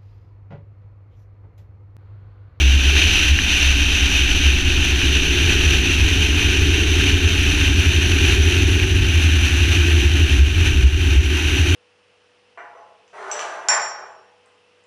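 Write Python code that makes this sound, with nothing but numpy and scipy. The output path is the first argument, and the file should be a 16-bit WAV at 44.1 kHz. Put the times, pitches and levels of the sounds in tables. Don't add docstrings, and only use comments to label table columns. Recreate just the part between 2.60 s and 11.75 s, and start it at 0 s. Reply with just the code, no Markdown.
import sys
import numpy as np
from scipy import signal
from scipy.fft import rfft, irfft, next_fast_len
from scipy.io import wavfile
from scipy.ndimage import uniform_filter1d

SR = 44100
rng = np.random.default_rng(int(sys.argv[2]) if len(sys.argv) > 2 else 0)


def unload_wav(signal):
    wavfile.write(
        sys.argv[1],
        SR,
        np.round(np.clip(np.atleast_2d(signal).T, -1, 1) * 32767).astype(np.int16),
    )


N = 403503
TIME = np.arange(N) / SR
FREQS = np.fft.rfftfreq(N, 1 / SR)

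# (time_s, turns_per_s)
WHEEL_SPEED = [(0, 21.3), (1, 19.46), (2, 17.62), (3, 16.13), (4, 14.74), (5, 13.58), (6, 12.6), (7, 11.68),
               (8, 10.96), (9.15, 10.15)]


def gain_of(db):
    return 10 ** (np.asarray(db) / 20)


def evened(x):
    return x / np.sqrt(np.mean(x ** 2) + 1e-20)


def steadied(x, size):
    power = uniform_filter1d(uniform_filter1d(x ** 2, size), size)
    return x / np.sqrt(abs(power) + 1e-12)


def curves(rows):
    times_s, *columns = np.transpose(rows)
    return [np.interp(TIME, times_s, column) for column in columns]


def read(points, hz):
    point_hz, point_db = np.transpose(points)
    return gain_of(np.interp(np.log(hz + 1), np.log(point_hz + 1), point_db))


def coloured(x, gain):
    size = next_fast_len(N)
    size_gain = np.interp(np.fft.rfftfreq(size, 1 / SR), FREQS, gain)
    return irfft(rfft(x, size) * size_gain, size)[:N]


def wander(per_s):
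    knots = rng.standard_normal(8192)
    return evened(np.interp(TIME * per_s, np.arange(len(knots)), knots))


def hump(s, length):
    return np.exp(-(2 * (TIME - s) / length) ** 2)


def partial(turns, rough, waver_per_s):
    angle = 2 * np.pi * (turns + rng.random())
    tone = np.cos(angle + rough * wander(waver_per_s))
    return tone * (1 + rough * wander(waver_per_s))


def body():
    # (pitch_hz, level_db)
    boom_shape = [(8, -45), (14, -18), (19, -12), (28, -19), (41, -4.5), (53, -8.5), (63, 4.5), (72, 2.5),
                  (82, -6), (92, -8.5), (105, -14), (125, -18.5), (170, -34.5), (260, -52.5)]
    # (pitch_hz, level_db)
    drone_shape = [(105, -25), (135, -16), (155, -2.5), (175, -5), (188, -8), (208, -3), (235, -5),
                   (278, 2), (315, -5.5), (350, -24.5), (440, -51)]
    # (pitch_hz, level_db)
    panel_shape = [(260, -41), (320, -10), (350, 3), (385, -2.5), (405, -6.5), (428, -4.5), (450, -21.5),
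                   (475, -31), (560, -55)]
    # (time_s, level_db)
    panel_levels = [(0, -37.5), (.18, -43), (.35, -32.5), (.8, -43), (1.2, -41.5), (2.9, -29), (3.6, -33.5),
                    (4.25, -28), (4.95, -34.5), (5.9, -27), (6.35, -30.5), (6.8, -36.5), (7.35, -27.5),
                    (7.85, -33), (9.15, -29.5)]
    # (middle_s, length_s, drop_db)
    lulls = [(.6, 0.11, 3), (.92, 0.35, 3.5), (8.83, 0.26, 6)]

    road = tyres()
    road_boom = gain_of(-19.0) * evened(coloured(road, read(boom_shape, FREQS)))
    boom = road_boom + exhaust()
    drone = coloured(road, read(drone_shape, FREQS))
    panel = coloured(road, read(panel_shape, FREQS))

    throb_db = 1.53 * uniform_filter1d(wander(24), size=1500)
    lull_db = sum(drop_db * hump(s, length) for s, length, drop_db in lulls)
    start_db, growth_db_per_s = -19.5, 0.76
    boom_db = start_db + growth_db_per_s * TIME - lull_db + throb_db

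    top_db, top_s, fall_db_per_s = -29, 4.3, 1.1
    drone_db = top_db - fall_db_per_s * abs(TIME - top_s)
    panel_db = curves(panel_levels)[0]
    return (gain_of(boom_db) * steadied(boom, size=5000)
            + gain_of(drone_db) * steadied(drone, size=16000)
            + gain_of(panel_db) * steadied(panel, size=16000))


def exhaust():
    # (time_s, camshaft_turns_per_s, level_db)
    engine = [(0, 8.9, -20.5), (.5, 10.7, -22), (1.2, 9.7, -28), (2, 10.2, -24), (2.8, 11.1, -24.5),
              (3.8, 11.3, -16.5), (5, 11.25, -14.5), (6.2, 11.74, -16.5), (7.2, 11.3, -11),
              (8.2, 10.9, -18), (8.55, 10.34, -7), (9.15, 11.3, -12)]
    # (multiple_of_turns, level_db)
    firing_tones = [(4, -17), (6, -3), (7, 2.5), (8, -0.5), (11, -16.5), (12, -19), (13, -22.5),
                    (25, -15.5), (27, -19)]

    cam_hz, level_db = curves(engine)
    unsteady_hz = cam_hz * (1 + 0.0069 * wander(5))
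    turns = np.cumsum(unsteady_hz) / SR
    lope = sum(gain_of(db) * partial(round(multiple) * turns, rough=0.39, waver_per_s=9)
               for multiple, db in firing_tones)
    return gain_of(level_db) * evened(lope)


def tyres():
    # (multiple_of_turns, level_db)
    strong_tones = [(1, 15.5), (2, 2), (3, 3), (4, 4.5), (10, 12), (15, 8.5), (16, 8), (17, 6.5), (19, 6),
                    (20, 8.5), (21, 8), (22, 11), (24, 7), (26, 10.5), (28, 12), (29, 5), (30, 14),
                    (31, 11), (34, 9.5), (36, 11)]

    turns = np.cumsum(curves(WHEEL_SPEED)[0]) / SR
    strong = {round(multiple): db for multiple, db in strong_tones}
    tread = sum(gain_of(strong.get(k, -6)) * partial(k * turns, rough=.16, waver_per_s=3)
                for k in range(1, 39))
    track = evened(coloured(rng.standard_normal(N), FREQS < 1000))
    return evened(tread) + gain_of(0.5) * track


def bumps():
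    # (top_s, length_s, peak_db)
    bump_list = [(.1, 0.29, -9), (.32, .1, -15), (.72, 0.096, -8.5), (1.08, 0.059, -12), (1.88, 0.054, -11),
                 (4.42, .06, -10), (7.45, 0.082, -12), (7.815, 0.054, -2), (8.262, .04, 4), (8.59, .06, 2)]
    boom_hz = 68

    size = sum(gain_of(db) * hump(s, length) for s, length, db in bump_list)
    return size * np.sin(2 * np.pi * (boom_hz * TIME + rng.random()))


def air():
    hiss_db, rush_db = air_levels()
    housing = housing_gain()
    # (pitch_hz, level_db)
    hiss_points = [(1200, -15), (2000, -9.0), (2600, -1.5), (4000, -1.0), (6200, -0.5),
                   (8000, -8.5), (10500, -9.0), (14000, -6)]
    hiss_share = read(hiss_points, FREQS).clip(0, 1)
    rush_share = np.sqrt(1 - hiss_share ** 2)

    flutter = gain_of(0.68 * wander(35) + 1.0 * wander(350))
    spray = evened((rng.random(N) < 900 / SR) * rng.standard_normal(N))
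    hiss_source = flutter * (rng.standard_normal(N) + 0.25 * spray)
    rush_source = flutter * (rng.standard_normal(N) + 0.19 * spray)
    hiss = coloured(hiss_source, housing * hiss_share)
    rush = coloured(rush_source, housing * rush_share)
    return gain_of(hiss_db) * evened(hiss) + gain_of(rush_db) * evened(rush)


def air_levels():
    # (time_s, change_db)
    dips_and_swells = [(0, 0), (.16, -3.5), (.3, 0.7), (.65, 2.3), (.77, -1.5), (1.03, 2.8), (1.15, -0.6),
                       (1.8, .5), (1.95, -2.1), (2.9, 1.75), (3.75, 0.15), (4.3, 2.4), (5.6, 1), (6.3, 0.3),
                       (7.3, 1.5), (8.2, 0.5), (8.4, -0.9), (9.15, 3)]

    speed = curves(WHEEL_SPEED)[0]
    halvings = np.log2(speed[0] / speed)
    flicker_db = 0.91 * wander(14)
    change_db = curves(dips_and_swells)[0] + flicker_db
    hiss_db = -19 - 8 * halvings + change_db
    rush_db = -25.5 - 1.75 * halvings + change_db
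    return hiss_db, rush_db


def housing_gain():
    # (pitch_hz, width_hz, level_db)
    resonances = [(463, 110, -18.5), (784, 310, -16.0), (1544, 93, -8.0), (1745, 514, -8.0),
                  (2530, 329, -0.4), (2804, 205, -0.5), (3107, 216, -2.5), (3578, 220, -7.5),
                  (3887, 320, -11.0), (4337, 470, -15.5), (5160, 350, -19.5), (5954, 383, -9.5),
                  (6340, 320, -16.5), (7080, 590, -22.5), (8140, 1000, -28.5), (9410, 850, -29.2),
                  (10340, 990, -27.0), (11900, 1200, -33.0), (13240, 640, -32.0), (14440, 2460, -41.0)]

    power = sum(gain_of(db) ** 2 / (1 + ((FREQS - hz) / width) ** 2) ** 3
                for hz, width, db in resonances)
    return np.sqrt(power)


def grit():
    # (time_s, level_db)
    hits = [(.081, -14), (.3655, -5), (.789, 0.5), (.7905, -22), (1.407, -18), (3.819, -8), (4.1, -22),
            (6.213, -19), (7.301, -17)]

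    low_mode = strikes(hits, hz=1690, decay_s=0.0019)
    high_mode = strikes(hits, hz=2650, decay_s=0.00092)
    return 0.46 * low_mode - 0.57 * high_mode


def strikes(rows, hz, decay_s):
    out = np.zeros(N)
    t = np.arange(SR // 4) / SR
    ring = -np.sin(2 * np.pi * hz * t) * np.exp(-t / decay_s)
    for s, db in rows:
        part = out[round(s * SR):][:len(t)]
        part += gain_of(db) * ring[:len(part)]
    return out


def whistle():
    # (time_s, pitch_hz, level_db)
    whistle_path = [(0, 10500, -68), (1.5, 10500, -56), (2.6, 10450, -66), (4.8, 10650, -61),
                    (5.5, 10630, -50), (6.2, 10450, -52), (7, 10350, -56), (7.8, 10350, -68)]

    hz, level_db = curves(whistle_path)
    tone = partial(np.cumsum(hz) / SR, rough=0.51, waver_per_s=47)
    return gain_of(level_db) * evened(wander(170) * tone)


def scene():
    return (body() + air() + whistle() + grit() + bumps())[None]


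def record(dry):
    threshold_db, ratio, recovery_db_per_s, makeup_db = -8.5, 2.6, 54, 0.18
    edge_hz = 15250

    bass = uniform_filter1d(dry[0], size=90)
    peak_db = 20 * np.log10(abs(bass) + 1e-9)
    fall_db = TIME * recovery_db_per_s
    held_db = np.maximum.accumulate(peak_db + fall_db) - fall_db
    over_db = np.maximum(held_db - threshold_db, 0)
    duck_db = (1 - 1 / ratio) * uniform_filter1d(over_db, size=120)
    ducked = dry * gain_of(makeup_db - duck_db)

    low_pass = signal.firwin(701, edge_hz, window=("kaiser", 9), fs=SR)
    return signal.oaconvolve(ducked, low_pass[None], "same")


dry = scene()
out = record(dry)
unload_wav(out)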